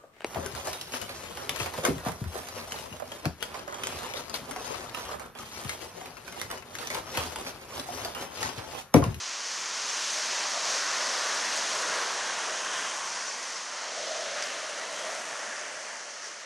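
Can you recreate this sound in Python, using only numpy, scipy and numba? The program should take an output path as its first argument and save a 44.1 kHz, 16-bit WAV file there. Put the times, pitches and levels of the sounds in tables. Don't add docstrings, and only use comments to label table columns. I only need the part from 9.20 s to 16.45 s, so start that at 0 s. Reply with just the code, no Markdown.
import sys
import numpy as np
from scipy import signal
from scipy.fft import rfft, irfft, dct
from scipy.io import wavfile
from scipy.ndimage import uniform_filter1d
from numba import njit

SR = 44100
rng = np.random.default_rng(int(sys.argv[2]) if len(sys.argv) > 2 else 0)


def output_pcm(signal):
    pcm = np.clip(np.atleast_2d(signal).T, -1, 1) * 32767
    wavfile.write(sys.argv[1], SR, np.round(pcm).astype(np.int16))


def boost(x):
    u = np.asarray(x, float) / 20
    return 10 ** u


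N = 319725
T = np.arange(N) / SR


def unit(x):
    return x / np.sqrt(np.mean(x ** 2))


@njit
def svf(x, hz, width):
    y, b, l = np.empty(len(x)), 0., 0.
    for i in range(len(x)):
        g, k = np.tan(np.pi * hz[i] / SR), width / hz[i]
        v = (b + g * (x[i] - l)) / (1 + g * (g + k))
        b, l, y[i] = 2 * v - b, l + 2 * g * v, k * v
    return y


def resonate(x, hz, width):
    return unit(svf(svf(x, hz, width), hz, width))


def colour(x, points):
    hz, db = np.transpose(points)
    at = np.log(np.maximum(np.arange(N // 2 + 1) * SR / N, 1))
    skirt_db = -25 * np.maximum(np.log(hz[0]) - at, 0) - 30 * np.maximum(at - np.log(hz[-1]), 0)
    return unit(irfft(rfft(x) * boost(np.interp(at, np.log(hz), db) + skirt_db), N))


def walk(rate):
    k = int(SR / rate)
    held = np.repeat(rng.standard_normal(N // k + 1), k)
    return 1.2 * uniform_filter1d(uniform_filter1d(held, k), k)[:N]


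def bell(s, length):
    return np.cos(np.pi * np.clip((T - s) / length, -.5, .5)) ** 2


def asphalt(grains_hz, spread_db, smooth):
    chance, size = rng.random((N, 2)).T
    height = boost(spread_db * np.minimum(-np.log(1 - size), 4.5))
    tips = (chance < grains_hz / SR) * height * rng.standard_normal(N)
    return unit(tips) * (1 - smooth) + smooth * rng.standard_normal(N)


def ring(modes, flicker_db, tilt_db=0):
    out = 0
    for k, (hz, width, db) in enumerate(modes):
        road = asphalt(grains_hz=3892, spread_db=-0.5, smooth=0.71)
        centre = hz * (1 + 0.019 * walk(2.93))
        lean_db = tilt_db * (2 * k / (len(modes) - 1) - 1)
        level = boost(db + lean_db + flicker_db * walk(9))
        out = out + level * resonate(road, centre, 1.7 * width)
    return unit(out)


def deck(hz, width_hz, core_db):
    road, other_truck = (asphalt(grains_hz=3037, spread_db=-0.5, smooth=0.76) for _ in range(2))
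    broad = resonate(road, hz, 1.6 * width_hz)
    core = resonate(other_truck, hz, 2.5 * 70)
    return unit(broad + boost(core_db) * core)


# f/Hz, density level/dB per Hz
GRIT_SPECTRUM = [(2470, -41), (4200, -7), (6230, -1.5), (7950, -13.5), (9110, -15.5), (11200, -29),
                 (12400, -33.5), (16100, -69), (22000, -120)]
# t/s, length/s, extra sheen level/dB
DUST = [
    (.95, 0.71, 3.5),
    (3.75, 1.26, 2),
    (5.937, 1.1, 3.5),
]


def grit():
    split = dict(N=4, Wn=7490, fs=SR, output="sos")
    coarse = colour(asphalt(grains_hz=2563, spread_db=2.0, smooth=0.63), GRIT_SPECTRUM)
    coarse = signal.sosfilt(signal.butter(btype="low", **split), coarse)
    fine = colour(asphalt(grains_hz=3940, spread_db=4.0, smooth=0.54), GRIT_SPECTRUM)
    fine = signal.sosfilt(signal.butter(btype="high", **split), fine)
    dust_db = sum(db * bell(s, length) for s, length, db in DUST)
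    sheen_db = -0.2 - 0.75 * AIM_DB - 0.062 * BEARING_DB + dust_db + 0.66 * walk(6)
    return boost(0.5 * walk(11)) * (coarse * boost(.5 * walk(9)) + fine * boost(sheen_db))


# f/Hz, density level/dB per Hz
RUMBLE_SPECTRUM = [(53, -66), (90, -79), (110, -12), (135, -17.5), (248, -7), (350, -6), (480, -3),
                   (620, -14.5), (1060, -120)]


def rumble(hum_db):
    return colour(rng.standard_normal(N), RUMBLE_SPECTRUM) * boost(-14.5 + 0.37 * hum_db + 0.2 * AIM_DB)


# t/s, length/s, extra hum level/dB
LEANS = [
    (1.213, 0.22, 5),
    (1.493, .25, 4),
    (2.545, 0.27, 2),
    (3.31, 0.46, 2.5),
    (4.797, 0.48, 8),
    (5.088, 0.47, 6.5),
    (5.232, 0.18, 2.5),
    (5.857, .6, 2.5),
    (6.862, 0.25, 1.5),
]


def lean():
    return sum(db * bell(s, length) for s, length, db in LEANS)


# t/s, rolling level/dB, treads aimed at the microphone level/dB, off its axis level/dB
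RIDE = [(0, -44, 6.5, 1), (.8, -39.5, 6, 1), (1.2, -37, 4.5, 1.5), (1.95, -34.5, 0, 1), (2.4, -35.5, 1, .5),
        (2.75, -34, -1.5, 0), (3.3, -37, 1, -2.5), (3.56, -35.5, -0.5, -0.5), (3.8, -39.5, 1.5, -2),
        (4.1, -40, 2.5, -12), (4.45, -43, 3, -6.5), (5.03, -42, 2.5, 2), (5.201, -39.5, 1.1, 2.5),
        (5.55, -40, -2.5, 3), (6.1, -39.5, -2, -0.5), (6.5, -41, -1, -6.5), (6.85, -45, 1.5, -5.5),
        (7.25, -47, 1.5, -7)]
LEVEL_DB, AIM_DB, BEARING_DB = (np.interp(T, np.array(RIDE)[:, 0], c) for c in np.array(RIDE)[:, 1:].T)


def boards(wheels, axles, deck_hz, deck_width_hz, core_db, hum_db, buzz_db):
    patch_db = 0.5 * walk(9)
    hum_db = hum_db - 0.46 * AIM_DB + lean()
    buzz_db = buzz_db + 0.71 * AIM_DB + 0.15 * BEARING_DB
    roar = ring(wheels, flicker_db=1.0)
    hum = deck(deck_hz * (1 + 0.021 * walk(5)), deck_width_hz, core_db)
    buzz = ring(axles, flicker_db=0.77, tilt_db=-0.33 + 0.067 * BEARING_DB)
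    hiss = boost(AIM_DB) * grit()
    rolling = roar + boost(hum_db) * hum + boost(buzz_db) * buzz + hiss + rumble(hum_db)
    return boost(LEVEL_DB + patch_db) * rolling


# f/Hz, width/Hz, level/dB
GROUP_WHEELS = [(859, 350, -12.5), (1069, 340, 2), (1475, 260, -1), (1840, 344, -0.5)]
GROUP_AXLES = [(2418, 1030, 0.23), (3200, 1070, -0.49), (3930, 1630, -1)]


def group_riders():
    return boards(GROUP_WHEELS, GROUP_AXLES, deck_hz=612.3, deck_width_hz=222, core_db=-13.5,
                  hum_db=-8, buzz_db=-3)


# t/s, length/s, from f/Hz, to f/Hz, share removed (0-1)
HOLLOWS = [
    (0.453, 1.1, 3500, 4400, 0.3),
    (3.505, 1.4, 4700, 4000, 0.44),
    (4.246, 1.4, 4280, 3600, 0.26),
    (6.605, 2.5, 4480, 3320, 0.46),
]


def hollow(x):
    for s, length, from_hz, to_hz, share in HOLLOWS:
        hz = np.interp(T, (s - length / 2, s + length / 2), (from_hz, to_hz))
        x = x - np.clip(share, 0, 1) * bell(s, length) * svf(x, hz, 1440.)
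    return x


# t/s, length/s, low f/Hz, high f/Hz, level re middle/dB
FLASHES = [
    (0.684, 0.028, 5300, 8500, 0),
    (2.58, 0.063, 470, 576, -16),
    (4.075, .027, 5330, 9000, -2),
    (4.354, .026, 4600, 5800, 1),
    (4.864, .028, 4600, 5800, -1),
    (4.878, 0.41, 560, 715, -21),
    (5.47, 0.054, 600, 720, -17),
    (5.98, .026, 6900, 8300, 1),
]


def flashes(side, other):
    for s, length, low_hz, high_hz, db in FLASHES:
        span = slice(int(s * SR), int((s + length) * SR))
        passband = signal.butter(4, (low_hz, high_hz), "band", fs=SR, output="sos")
        band = signal.sosfiltfilt(passband, other[span])
        side[span] += boost(db) * band * signal.windows.tukey(len(band), .5)
    return side


# t/s, half length/s, f/Hz, width/Hz, level/dB
SLIDES = [(0.973, 0.1, 616, 100, -46.5), (4.76, .07, 654, 70.4, -48.5), (1.13, 0.033, 513, 150, -42),
          (1.359, 0.049, 642, 119, -38.5), (2.126, 0.089, 1700, 250, -39), (2.748, 0.21, 507, 129.5, -44.5),
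          (2.749, 0.4, 1140, 253, -44.5), (3.552, 0.39, 3080, 400, -43.5), (4.61, 0.26, 950, 450, -45),
          (1.55, 0.16, 5530, 1200, -35.5), (1.89, 0.25, 5270, 900, -38.5), (3.647, 0.027, 1330, 500, -38),
          (4.964, 0.18, 643, 59.6, -38), (5.185, 0.041, 1590, 454, -38), (5.274, 0.013, 900, 704, -46),
          (5.805, 0.1, 3200, 200, -46.5), (6.33, 0.12, 1700, 180, -44.5), (6.747, 0.13, 920, 120, -52.5),
          (6.89, 0.056, 600, 59.5, -50.5), (7.033, 0.053, 1870, 120, -48), (7.058, 0.089, 5670, 1200, -44),
          (7.1, 0.086, 448, 150, -57)]


def slides():
    out, road = np.zeros(N), rng.standard_normal(N)
    for s, length, hz, width, db in SLIDES:
        span = slice(int((s - length) * SR), int((s + length) * SR))
        centre = np.full(len(road[span]), 1. * hz)
        out[span] += boost(db) * resonate(road[span], centre, 1.8 * width) * np.hanning(len(centre))
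    return out


# t/s, peak level/dB, ring f/Hz, ring time/s
STONES = [(2.3635, -14, 7600, .003), (2.3745, -13.5, 8400, 0.002), (2.3772, -19, 6000, 0.007),
          (3.8955, -23, 6100, .004), (6.4127, -18, 6030, 0.003), (6.8109, -28, 6030, .004),
          (7.052, -30, 5600, .008), (5.2234, -19, 6000, .003), (5.2249, -14, 6000, .0035),
          (5.2247, -23, 2000, .006), (5.2256, -25, 5000, .035), (5.2273, -21, 5300, .005),
          (5.2295, -21, 5000, .004), (5.237, -18, 5600, .003), (5.2388, -22, 4800, .014)]


def stones():
    out, age = np.zeros(N), np.arange(2000) / SR
    decay = -np.log(1000) * age
    rise = 1 - np.exp(-age / 0.000063)
    for (s, db, hz, t60), noise in zip(STONES, rng.standard_normal((len(STONES), len(age)))):
        spray = resonate(noise, np.full(len(age), 1.06 * hz), 3000.) * np.exp(decay / .004)
        tone = np.sin(2 * np.pi * hz * age)
        click = (0.78 * tone + .5 * spray) * rise * np.exp(decay / max(t60, .001))
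        at = int(s * SR)
        out[at:at + len(age)] += boost(db) * click
    return signal.sosfilt(signal.butter(3, 9000, fs=SR, output="sos"), out)


# f/Hz, width/Hz, level/dB
LAST_WHEELS = [(900, 83, -9.5), (1200, 490, 1), (1443, 220, -4.5), (1804, 430, 1.5)]
LAST_AXLES = [(2150, 420, -2.5), (2980, 750, 2), (3860, 850, -2)]


def last_rider():
    return boards(LAST_WHEELS, LAST_AXLES, deck_hz=619, deck_width_hz=LAST_DECK_WIDTH_HZ, core_db=-0.5,
                  hum_db=-5.5, buzz_db=-2.5)


LAST_DECK_WIDTH_HZ = 210
HANDOVER_S = 4.3, 4.6


def scene():
    turn = np.interp(T, HANDOVER_S, (0, np.pi / 2))
    rolling = np.cos(turn) * group_riders() + np.sin(turn) * last_rider()
    mono = hollow(rolling) + slides() + stones()
    return np.array([mono, mono])


STORE_EDGES_HZ = [100, 200, 300, 400, 510, 630, 770, 920, 1080, 1270, 1480, 1720, 2000, 2320, 2700, 3150,
                  3700, 4400, 5300, 6400, 7700, 9500, 12000]
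# f/Hz, level/dB
STORE_STEP = [(100, -2.3), (920, -2.3), (1080, .5), (2000, -.4), (3150, -2.2), (5300, -3.6), (9500, -3.4)]
# t/s, extra step level/dB
STORE_SQUEEZE = [(0, -1), (2.1, -1.4), (2.8, -.5), (3, 1), (4, 1.7), (5.2, -.7), (5.9, .6), (6.6, 1.5)]


def store(mid, side):
    hop, start = 2048, 320
    at, bins = np.arange(2 * hop), np.arange(hop)
    window = np.sin(np.pi * (at + .5) / (2 * hop))
    starts, lead = np.arange(N // hop + 2) * hop, hop - start
    padded = np.pad([mid, side], ((0, 0), (lead, 3 * hop)))
    a, b, c, d = np.split(window * padded[:, starts[:, None] + at], 4, axis=2)
    folded = np.concatenate([-c[..., ::-1] - d, a - b[..., ::-1]], axis=2)
    cells = dct(folded, type=4, norm="ortho")

    edges = np.round(np.array(STORE_EDGES_HZ) * 2 * hop / SR).astype(int)
    power = [np.mean(cells[0][:, low:high] ** 2, axis=1) + 1e-12 for low, high in zip(edges, edges[1:])]
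    band_db = 10 * np.log10(power)
    step_db = (band_db + band_db[3:].mean(axis=0)) / 2
    step_db = step_db + np.interp(STORE_EDGES_HZ[:-1], *np.transpose(STORE_STEP))[:, None]
    step_db = step_db + np.interp((starts + start) / SR, *np.transpose(STORE_SQUEEZE))
    step_db = step_db + .4 * rng.standard_normal(step_db.shape)
    band = np.clip(np.searchsorted(edges, bins, "right") - 1, 0, len(step_db) - 1)
    step = boost(step_db[band]).T

    a, b = np.split(dct(np.round(cells / step) * step, type=4, norm="ortho"), 2, axis=2)
    frames = window * np.concatenate([b, -b[..., ::-1], -a[..., ::-1], -a], axis=2)
    joined = frames[:, 1:, :hop] + frames[:, :-1, hop:]
    return np.concatenate([frames[:, 0, :hop], joined.reshape(2, -1)], axis=1)[:, lead:lead + N]


def roll_off(x):
    return signal.sosfilt(signal.butter(12, 12590, fs=SR, output="sos"), x)


def record(dry):
    mid = signal.sosfilt(signal.cheby2(6, 30, 98, "high", fs=SR, output="sos"), dry[0])
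    other = np.roll(mid, 900)
    like = 0.55
    apart = boost(BEARING_DB) * (like * mid + np.sqrt(1 - like ** 2) * other)
    top_octave = signal.butter(3, (8900, 12200), "band", fs=SR, output="sos")
    mid, side = store(mid, boost(-2) * signal.sosfiltfilt(top_octave, apart))
    side = flashes(side, other)
    return roll_off(mid + np.array([side, -side]))


dry = scene()
out = record(dry)
output_pcm(out)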